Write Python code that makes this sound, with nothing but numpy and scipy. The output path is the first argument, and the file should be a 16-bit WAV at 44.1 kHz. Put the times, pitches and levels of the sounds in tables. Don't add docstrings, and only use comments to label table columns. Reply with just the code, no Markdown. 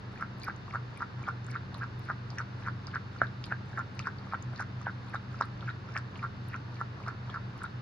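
import sys
import numpy as np
from scipy import signal
from scipy.fft import rfft, irfft, next_fast_len
from scipy.io import wavfile

SR = 44100
rng = np.random.default_rng(int(sys.argv[2]) if len(sys.argv) > 2 else 0)


def log_audio(samples):
    frames = np.atleast_2d(samples).T
    limited = np.clip(frames, -1, 1)
    pcm = np.round(limited * 32767).astype(np.int16)
    wavfile.write(sys.argv[1], SR, pcm)


N = 344421

# (climax time [s], build-up [s], die-away [s], froth level [dB],
# stirred water level [dB], spray level [dB], slurp level [dB], slurp pitch [Hz])
LAPS = [(.224, .015, .018, -31, -37, -56, -33, 1550), (.482, .01, .013, -33, -36, -55, -35, 1750),
        (.749, .008, .02, -28, -39.5, -63, -35, 1350), (1.021, .014, .021, -31, -47, -63, -39, 1450),
        (1.286, .012, .023, -32, -33.5, -61, -34, 1550), (1.56, .013, .008, -37, -37.5, -60, -30.5, 1650),
        (1.832, .014, .029, -37, -34.5, -58, -36, 1600), (2.1, .012, .012, -32, -46, -59, -39, 1750),
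        (2.406, .022, .0097, -27.5, -36.5, -67, -31.5, 1600),
        (2.684, .023, .0061, -32, -35, -58, -34, 1700), (2.957, .014, .014, -34, -36, -65, -30.5, 1550),
        (3.218, .003, .036, -31, -41, -65, -35, 1700), (3.523, .01, .0071, -34.5, -37, -57, -34, 1800),
        (3.788, .014, .018, -27.5, -36, -65, -38, 1550), (4.069, .014, .011, -34, -34, -56, -34, 1800),
        (4.337, .013, .019, -31.5, -35, -59, -39, 1650), (4.611, .016, .011, -27, -35.5, -62, -31.5, 1700),
        (4.879, .014, .022, -40, -37, -68, -41, 1600), (5.145, .006, .021, -28, -39, -57, -33, 1500),
        (5.409, .003, .022, -27.5, -38.5, -61, -36, 1700), (5.701, .021, .006, -33, -35, -65, -39, 1400),
        (5.964, .005, .017, -26, -36.5, -60, -35, 1800), (6.24, .01, .015, -34, -35.5, -56, -33, 1300),
        (6.544, .01, .008, -39, -43, -57, -34, 1700), (6.811, .008, .008, -32, -36, -57, -33, 1550),
        (7.081, .016, .029, -29, -34.5, -61, -43, 1400), (7.36, .016, .011, -36, -33, -63, -34, 1550),
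        (7.641, .021, .018, -34, -39, -60, -37, 1500)]
DIP_LEAD_S = .075


def from_db(db):
    return 10 ** (np.asarray(db) / 20)


def rms_one(x):
    return x / np.sqrt(np.mean(x ** 2) + 1e-20)


def add(track, s, sound):
    start = int(np.clip(round(s * SR), 0, N - 1))
    track[start:start + len(sound)] += sound[:N - start]


def delayed(x, s):
    size = next_fast_len(N + SR // 10)
    shift = np.exp(-2j * np.pi * np.fft.rfftfreq(size, 1 / SR) * s)
    return irfft(rfft(x, size) * shift, size)[:N]


def coloured_noise(spectrum):
    size = next_fast_len(N)
    hz, level_db = np.transpose(spectrum)
    gain = from_db(np.interp(np.log(np.fft.rfftfreq(size, 1 / SR) + 1), np.log(hz), level_db))
    return rms_one(irfft(rfft(rng.standard_normal(size)) * gain, size)[:N])


def bubble(hz, swell_s, glide=0, roundness=1):
    age = np.arange(int(12 * swell_s * SR) + 2) / (SR * swell_s)
    pitch = hz * (1 + glide * np.tanh(age / 2 - .5))
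    envelope = (age * np.exp(1 - age)) ** roundness
    return envelope * np.sin(2 * np.pi * np.cumsum(pitch) / SR)


def froth(count, hz, scatter, spread_s, swell_s, fall=0):
    burst = np.zeros(N // 20)
    for when, detune, size in rng.standard_normal((count, 3)):
        ratio = np.exp(scatter * 2 * np.tanh(detune / 2) - fall * when)
        grain = 2 * np.tanh(size * .6) * bubble(hz * ratio, swell_s / ratio) / np.sqrt(count)
        start = int(np.clip(when + 3, 0, 6) * spread_s * SR)
        burst[start:start + len(grain)] += grain
    return burst


def air(common_db=-47, apart_db=-53, in_tub_db=-48):
    # (frequency [Hz], relative level [dB])
    common_spectrum = [(25, -21), (42, -2), (140, 5), (420, -7.5), (680, -14), (900, -11), (1650, -12.5),
                       (2300, -21.5), (2800, -22.5), (3270, -28.5), (3620, -22.5), (4050, -24.5),
                       (4480, -22.3), (4720, -27), (4950, -26.5), (5850, -36), (6550, -37.5), (7000, -42.5),
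                       (7500, -48), (8100, -62.5), (12300, -54), (14000, -72)]
    # (frequency [Hz], relative level [dB])
    apart_spectrum = [(30, -19), (55, -0.5), (280, -3.5), (420, -7.5), (620, -8.5), (870, -4.5),
                      (1600, -4.5), (2250, -16.5), (2600, -13), (3050, -15), (3430, -20), (3750, -18.5),
                      (4250, -26), (4700, -23.5), (5200, -22.5), (6700, -35.5), (8400, -36.5),
                      (11000, -54.5), (14000, -73.5)]
    common = from_db(common_db) * coloured_noise(common_spectrum)
    apart = from_db(apart_db) * coloured_noise(apart_spectrum) * [[1], [-1]]
    return common + apart + tub_ring(from_db(in_tub_db) * coloured_noise(common_spectrum))


def hum():
    # (frequency [Hz], level [dB], unsteady share [0-1], width [Hz])
    tones = [(96.7, -49.4, 0.12, 1), (120.56, -45, 0.42, 2.6), (125.5, -47.5, 0.95, 6.2),
             (193.3, -54.5, .2, 1.2)]
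    # (time [s], level [dB])
    swell = [(0, -.8), (2, -.4), (2.8, 1.2), (4.3, 1), (5.3, -.5), (6.2, .4), (7.8, -1.2)]
    t, out = np.arange(N) / SR, np.zeros(N)
    for hz, db, unsteady, width_hz in tones:
        pole = np.exp(-2 * np.pi * width_hz / SR)
        noise = rng.standard_normal((2, N + SR))
        drift = rms_one(signal.lfilter([1], [1, -2 * pole, pole * pole], noise)[:, SR:])
        swing = np.sqrt(2 * (1 - unsteady ** 2)) + unsteady * (drift[0] + 1j * drift[1])
        out += from_db(db) * np.real(swing * np.exp(2j * np.pi * (hz * t + rng.random())))
    return out * from_db(np.interp(t, *np.transpose(swell)))


def room(x, onset_s=.0027):
    # (frequency [Hz], time to fall 60 dB [s], level [dB])
    decay = [(300, 0.11, -14.5), (1360, 0.27, -19), (3950, 0.071, 6.5), (8100, 0.14, -26.5),
             (13000, .1, -34.5)]
    hz, t60, level_db = np.transpose(decay)
    t, tail = np.arange(SR // 2) / SR, 0
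    edges_hz = 150 * 2 ** np.arange(0, 7, .5)
    for low, high in zip(edges_hz, edges_hz[1:]):
        log_centre = np.log(low * high) / 2
        fade = from_db(-60 * t / np.interp(log_centre, np.log(hz), t60)) * (1 - np.exp(-t / onset_s))
        gain = from_db(np.interp(log_centre, np.log(hz), level_db))
        half_octave = signal.butter(2, [low, high], "band", fs=SR, output="sos")
        band = signal.sosfilt(half_octave, rng.standard_normal((2, len(t))))
        tail = tail + band * fade / np.linalg.norm(fade) * gain
    return signal.fftconvolve(x[None], tail, axes=1)[:, :N]


def tub_echoes(x, dull_hz=4500):
    # (delay [s], left level [dB], right level [dB])
    echoes = [(.0017, -23.5, -32), (.0031, -22.5, -17.5), (.0052, -26.5, -27.5), (.0074, -17.5, -15.5),
              (0.0105, -18, -20.5), (0.0168, -20, -19)]
    dull = signal.sosfilt(signal.butter(2, dull_hz, fs=SR, output="sos"), x)
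    return sum(from_db([[left_db], [right_db]]) * delayed(dull, s) for s, left_db, right_db in echoes)


def tub_ring(x, travel_s=.002003):
    # (frequency [Hz], width [Hz], level [dB])
    modes = [(810, 170, -15), (1376, 65, -6), (1490, 19, -12), (1630, 270, -19)]
    out = np.zeros((2, N))
    for hz, width_hz, db in modes:
        ringing = signal.lfilter(*signal.iirpeak(hz, hz / width_hz, fs=SR), x)
        arrivals_s = travel_s + rng.uniform(0, .46, 2) / hz
        out += from_db(db) * np.array([delayed(ringing, s) for s in arrivals_s])
    return out


def at_ports(x, pan_db, lag_s=5.7e-5):
    return np.array([x, delayed(x, lag_s)]) * from_db([[pan_db / 2], [-pan_db / 2]])


def fizz(leaving_db=-47.5, closing_db=-19.5, spray_trim_db=1.5):
    out = np.zeros(N)
    for s, build_s, fade_s, froth_db, _, spray_db, *_ in LAPS:
        leaving = froth(count=70, hz=4700, scatter=.3, spread_s=.025, swell_s=.0005)
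        closing = froth(count=40, hz=5900, scatter=.27, spread_s=.21 * (build_s + fade_s), swell_s=.0006)
        spray = froth(count=30, hz=9600, scatter=.07, spread_s=.026, swell_s=.0002)
        add(out, s - DIP_LEAD_S - .07, from_db(leaving_db) * leaving)
        add(out, s - build_s - .009, from_db(froth_db + closing_db) * closing)
        add(out, s - DIP_LEAD_S - .055, from_db(spray_db + spray_trim_db) * spray)
    return out


def tongue(dip_db=-1.0, wash_db=-.5, spread_s=.026):
    # (time [s], level [dB], pitch [Hz])
    dips = [(0.159, -40, 1700), (0.681, -35, 1070), (0.929, -42, 990), (1.231, -40, 1330),
            (1.485, -34.5, 1450), (1.748, -32.5, 1110), (2.33, -41.5, 990), (2.601, -49, 1300),
            (2.883, -36, 1310), (3.162, -37.5, 1360), (3.465, -42.0, 1370), (3.731, -38, 1590),
            (4.0, -30, 1190), (4.271, -37.0, 1160), (4.536, -38, 1420), (4.813, -35.5, 1170),
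            (5.07, -41, 1140), (5.344, -34.5, 1300), (5.627, -33, 1320), (5.889, -35.5, 1280),
            (6.161, -38.5, 1120), (7.002, -41, 1140), (7.295, -32, 1210), (7.558, -41, 1140)]
    out = np.zeros(N)
    for s, db, hz in dips:
        add(out, s, from_db(db + dip_db) * bubble(hz, swell_s=.00093, glide=.048))
    for s, _, _, _, db, *_ in LAPS:
        wash = froth(count=40, hz=1160, scatter=.38, spread_s=spread_s, swell_s=.0007)
        add(out, s - DIP_LEAD_S - 3 * spread_s, from_db(db + wash_db) * wash)
    return out


def faint_snaps(scatter_db=1.0, cycles=2.1):
    # (lead before the climax [s], spread [s], level [dB], pitch [Hz], scatter [log ratio])
    stages = [(0.047, 0.013, -55, 5400, .16), (.045, 0.01, -53.5, 2400, 0.15),
              (0.0012, 0.011, -49, 4500, .2)]
    snaps = []
    for s, *_ in LAPS:
        for lead_s, spread_s, db, hz, scatter in stages:
            late, loud, sharp = np.clip(rng.standard_normal(3), -2, 2)
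            start_s = s - lead_s + spread_s * late
            snaps.append((start_s, db + scatter_db * loud, hz * np.exp(scatter * sharp), cycles))
    return snaps


def lips(ring_db=1.0, crack_db=-3.5, splutter_db=-5.0, spray_db=-16.5):
    # (time [s], level [dB], pitch [Hz], swell [cycles])
    snaps = [(0.1743, -48.5, 2360, 3.5), (0.209, -47.5, 2700, 0.46), (.2098, -51, 9000, 1.2),
             (.384, -54, 12000, 1), (.399, -48, 7330, 0.91), (0.418, -44, 4270, 2.5),
             (0.434, -38.5, 4640, 2.8), (0.4388, -40.5, 2330, 4.1), (.4335, -46, 10000, 2.4),
             (.4445, -38, 11200, 2.8), (.45, -43, 5200, 2), (.563, -50, 6500, 1.6), (0.709, -41.5, 2230, 2),
             (.752, -59, 8500, 1.3), (.9723, -46, 2350, 3.7), (0.9751, -45, 9090, 4.9),
             (1.238, -44.5, 2340, 3.8), (1.2845, -48, 5560, 2), (1.285, -54, 8500, 1.6),
             (1.4457, -50, 6540, 2.2), (1.4661, -44, 7260, 1.9), (1.5017, -43.5, 2200, 3),
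             (1.5055, -51, 8300, 1.5), (1.5102, -47, 8540, 3.4), (1.5108, -54, 13200, 1.6),
             (1.515, -44.5, 5170, 1.85), (1.744, -38.5, 3900, 1.12), (1.7445, -49, 9000, 1.2),
             (1.7804, -50, 9500, 2.6), (1.7806, -53, 13500, 1.4), (1.9938, -48, 12000, 1.1),
             (2.052, -52, 9000, 1.5), (2.3036, -40, 4940, 1.6), (2.3842, -41.5, 2530, 1.2),
             (2.3844, -38, 5800, 7.1), (2.637, -49, 3420, .7), (2.6805, -56, 9000, 1.4),
             (2.87, -36, 4940, 1.5), (2.9495, -47, 5500, 2), (2.958, -48, 2860, 1.3),
             (3.269, -46, 3763, 1.7), (3.187, -48, 4400, 2), (3.217, -51, 7000, 1.2),
             (3.4404, -35.5, 3076, .9), (3.4407, -35, 4960, 1.7), (3.458, -46, 9200, 3),
             (3.466, -47, 4300, 2), (3.5228, -43, 2514, 1.8), (3.773, -55, 8800, 1.6),
             (3.952, -54, 9000, 1.4), (3.9926, -32, 5130, 0.74), (3.993, -33, 2480, 1.5),
             (3.9932, -49, 9000, 1.3), (4.0255, -46, 3170, 1), (4.0716, -43, 5340, 2.8),
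             (4.072, -53, 9000, 1.8), (4.185, -47.5, 4530, 3.6), (4.4249, -42.5, 6600, 3.5),
             (4.561, -40.5, 4230, 1.2), (4.578, -46, 4900, 2), (4.597, -47, 6000, 2),
             (4.6067, -44, 8600, 3.2), (4.607, -44, 5600, 2), (4.6162, -48, 5200, 2),
             (4.8155, -50, 6300, 1.4), (5.0975, -53, 9400, 1.4), (5.1385, -57, 9000, 1.3),
             (5.1584, -44, 3770, 2.1), (5.4098, -52, 8600, 1.6), (5.411, -38.5, 5430, 4.2),
             (5.4243, -38, 4000, 1.4), (5.454, -52, 8700, 1.7), (5.6083, -43.5, 3510, 0.87),
             (5.7004, -45, 3790, 2), (5.959, -60, 9000, 1.2), (5.9655, -32.5, 2290, 1.8),
             (5.976, -36, 5200, 2.2), (5.9848, -44, 7600, 3), (6.1572, -38.5, 2530, 0.32),
             (6.192, -42.5, 2370, 3.5), (6.486, -45, 10100, 2), (6.4863, -48, 12300, 1.5),
             (6.5426, -37, 2300, 1.3), (6.757, -48, 4400, 2), (6.768, -48, 2300, 1.8),
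             (7.035, -48.5, 2270, 2.6), (7.063, -52, 4100, 1.6), (7.0815, -55, 8450, 2.2),
             (7.0818, -45, 5400, 1.8), (7.3, -43.5, 3300, 1.9), (7.578, -54, 10000, 1.4),
             (7.6348, -38, 8310, 3.2)]
    splutter_s, spray_s, spray_hz = .0012, .0081, 9000
    skirt_ratio, top_hz = 2 ** .85, 12700
    out = np.zeros(N)
    for s, db, hz, cycles in snaps + faint_snaps():
        band = signal.butter(2, [hz / skirt_ratio, min(hz * skirt_ratio, top_hz)], "band", fs=SR)
        ring = bubble(hz, swell_s=cycles / hz, glide=.027)
        crack = bubble(1.09 * hz, swell_s=.79 / hz)
        splutter = froth(count=7, hz=hz, scatter=.14, spread_s=splutter_s, swell_s=1.1 / hz)
        spray = froth(count=20, hz=np.sqrt(hz * spray_hz), scatter=.22, spread_s=spray_s, swell_s=.00026)
        add(out, s, from_db(db + ring_db) * signal.lfilter(*band, ring))
        add(out, s, from_db(db + crack_db) * signal.lfilter(*band, crack))
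        add(out, s - 2 * splutter_s, from_db(db + splutter_db) * signal.lfilter(*band, splutter))
        add(out, s - 2 * spray_s, from_db(db + spray_db) * spray)
    return out


def slurp(slurp_db=-.3, spread_s=.008, early_s=.003):
    out = np.zeros(N)
    for s, build_s, *_, db, hz in LAPS:
        drawn = froth(count=40, hz=hz, scatter=.2, spread_s=spread_s, swell_s=.0009, fall=.025)
        add(out, s - build_s - early_s - 3 * spread_s, from_db(db + slurp_db) * drawn)
    return out


def mouth(pop_db=-.48, thud_db=-25, froth_db=-5.5, lather_db=-8.0, low_hz=170, top_hz=2400):
    # (time [s], level [dB], pitch [Hz])
    pops = [(0.2102, -30.5, 1340), (0.2198, -32, 1400), (0.2244, -21, 1406), (0.2334, -32.5, 1360),
            (.2454, -35.5, 1390), (0.471, -31.5, 1480), (0.4763, -30.5, 1460), (0.4813, -25.5, 1270),
            (0.4861, -26.5, 1380), (0.4975, -29.5, 1500), (.5037, -35, 1390), (0.7397, -29, 1150),
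            (0.748, -25.5, 1360), (.7537, -31, 1250), (0.7561, -22.0, 1360), (0.7621, -30.5, 1450),
            (0.7687, -36, 1390), (1.0064, -29.5, 1260), (1.015, -31.5, 1270), (1.0211, -21.5, 1310),
            (1.026, -26, 1386), (1.0315, -34, 1420), (1.0398, -35, 1430), (1.27, -35, 1380),
            (1.2749, -32, 1380), (1.2783, -29.5, 1210), (1.2864, -20, 1330), (1.2895, -27, 1300),
            (1.2975, -36, 1320), (1.3078, -33, 1400), (1.5466, -34, 1520), (1.554, -30, 1310),
            (1.5602, -25, 1440), (1.5707, -39, 1480), (1.812, -33.5, 1390), (1.8197, -29, 1550),
            (1.826, -33, 1530), (1.832, -24.3, 1430), (1.8405, -33, 1280), (2.0883, -30, 1410),
            (2.0973, -29, 1410), (2.1003, -19.8, 1380), (2.1057, -25, 1360), (2.111, -27.0, 1340),
            (2.1141, -31, 1290), (2.3834, -27, 1780), (2.3932, -27.5, 1480), (2.3978, -36, 1390),
            (2.4024, -24.5, 1340), (2.4062, -29.5, 1390), (2.4152, -33.5, 1380), (2.6627, -33, 1530),
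            (2.669, -31, 1450), (2.675, -25.5, 1380), (2.6842, -21, 1450), (2.6961, -37, 1390),
            (2.9424, -29, 1570), (2.9571, -19.5, 1440), (2.9643, -29, 1510), (2.9674, -29, 1480),
            (2.9776, -35, 1480), (3.2134, -35, 1410), (3.2163, -9, 1430), (3.2249, -26.5, 1410),
            (3.234, -24.5, 1490), (3.2417, -28.5, 1640), (3.2518, -33, 1450), (3.5084, -38, 1490),
            (3.5141, -30.5, 1455), (3.5174, -29.5, 1510), (3.523, -17.5, 1510), (3.542, -36, 1480),
            (3.7748, -24.5, 1650), (3.7793, -27.5, 1330), (3.7836, -28, 1340), (3.792, -24.5, 1340),
            (3.7995, -28.5, 1390), (3.8086, -32, 1410), (4.057, -29.5, 1500), (4.0702, -20.5, 1430),
            (4.0754, -29, 1470), (4.0809, -31, 1465), (4.0884, -33, 1500), (4.324, -30, 1290),
            (4.3346, -21.5, 1230), (4.3425, -21, 1360), (4.3473, -29.5, 1430), (4.35, -36, 1430),
            (4.595, -27.5, 1570), (4.6036, -27, 1500), (4.6081, -33, 1360), (4.6122, -24, 1400),
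            (4.6228, -31.0, 1455), (4.8621, -36, 1610), (4.868, -28, 1510), (4.87, -31, 1470),
            (4.8791, -25.5, 1500), (4.8874, -32.5, 1500), (4.8956, -32.5, 1440), (5.1395, -28.5, 1610),
            (5.144, -26, 1180), (5.154, -26.5, 1360), (5.1617, -31, 1435), (5.4066, -34.5, 1340),
            (5.4097, -13.3, 1210), (5.4203, -20.5, 1424), (5.4378, -33, 1270), (5.6767, -37, 1600),
            (5.6824, -31.5, 1413), (5.6874, -32, 1530), (5.6918, -27, 1420), (5.7008, -29, 1460),
            (5.951, -34, 1700), (5.959, -29, 1250), (5.9645, -22.5, 1500), (5.9672, -27, 1800),
            (5.9744, -26.5, 1560), (5.979, -33, 1390), (5.9846, -40, 1560), (6.2293, -30.5, 1340),
            (6.2351, -33.5, 1145), (6.2404, -23.5, 1290), (6.2487, -26.5, 1350), (6.261, -35, 1450),
            (6.5345, -33.5, 1870), (6.5424, -28, 1410), (6.552, -32.5, 1360), (6.562, -37, 1450),
            (6.8055, -35, 1420), (6.8126, -20, 1240), (6.818, -31.5, 1350), (7.0642, -33, 1220),
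            (7.0745, -32.0, 1490), (7.0819, -25.5, 1270), (7.0868, -25.5, 1370), (7.1046, -36, 1380),
            (7.1096, -38, 1370), (7.342, -33.5, 1530), (7.3464, -33, 1330), (7.3556, -36, 1290),
            (7.3595, -26.5, 1360), (7.3674, -31, 1360), (7.3715, -31.0, 1280), (7.618, -32, 1440),
            (7.6407, -28, 1390), (7.648, -32.5, 1420), (7.66, -35, 1440)]
    # (time [s], level [dB], pitch [Hz], level of its low knock [dB])
    gulps = [(.485, -30, 870, -52), (0.747, -32, 850, -50), (1.279, -31.5, 830, -54),
             (2.098, -35.5, 790, -50), (3.2166, -23.5, 660, -35), (3.519, -30, 820, -49),
             (3.784, -33.5, 790, -50), (4.0703, -27.5, 1040, -52), (4.335, -27, 810, -49),
             (4.600, -30, 850, -49), (4.8674, -24, 860, -48), (5.144, -30.5, 800, -42),
             (5.409, -27.5, 890, -47), (5.960, -34, 800, -54), (7.075, -36.5, 730, -53)]
    glide, roundness, crest_s = .047, 2.07, .00085
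    hard_pop_db, spread_s = -23, .0046
    out = np.zeros(N)
    for (s, db, hz), slow in zip(pops, rng.standard_normal(len(pops))):
        hardness_db = db - hard_pop_db
        swell_s = (.001242 + .00011 * np.clip(-hardness_db, -1.5, 8)) * np.exp(.099 * slow)
        thud = bubble(.22 * hz, swell_s=.0006)
        foam = froth(count=14, hz=1.07 * hz, scatter=.25, spread_s=spread_s, swell_s=.00095, fall=.04)
        add(out, s + crest_s - swell_s, from_db(db + pop_db) * bubble(hz, swell_s, glide, roundness))
        add(out, s, from_db(db + thud_db + .6 * hardness_db) * thud)
        add(out, s - 3 * spread_s, from_db(min(db, -29) + froth_db) * foam)
    for s, db, hz, knock_db in gulps:
        add(out, s, from_db(db) * bubble(hz, swell_s=.0014, glide=glide, roundness=roundness))
        add(out, s, from_db(knock_db) * bubble(.83 * hz, swell_s=.00047))
    for s, _, fade_s, db, *_ in LAPS:
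        lather = froth(count=28, hz=1370, scatter=.13, spread_s=.5 * fade_s, swell_s=.0011)
        add(out, s - .52 * fade_s, from_db(db + lather_db) * lather)
    low_cut = signal.butter(3, low_hz, "high", fs=SR, output="sos")
    cheeks = signal.butter(5, top_hz, fs=SR, output="sos")
    return signal.sosfilt(np.vstack([low_cut, cheeks]), out)


def scene(spit_echo_db=-5.5, spit_room_db=-7.5, ring_db=.1):
    water = tongue() + slurp() + mouth()
    spit = lips() + fizz()
    direct = at_ports(water, pan_db=-.4) + at_ports(spit, pan_db=2.5)
    tub = tub_echoes(water + from_db(spit_echo_db) * spit) + from_db(ring_db) * tub_ring(water)
    tail = room(water + from_db(spit_room_db) * spit)
    return direct + tub + tail + hum() + air()


def record(dry):
    low_hz, top_hz = 27, 14000
    thinned = signal.sosfilt(signal.butter(2, low_hz, "high", fs=SR, output="sos"), dry)
    return signal.sosfilt(signal.ellip(8, .2, 80, top_hz, fs=SR, output="sos"), thinned)


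dry = scene()
out = record(dry)
log_audio(out)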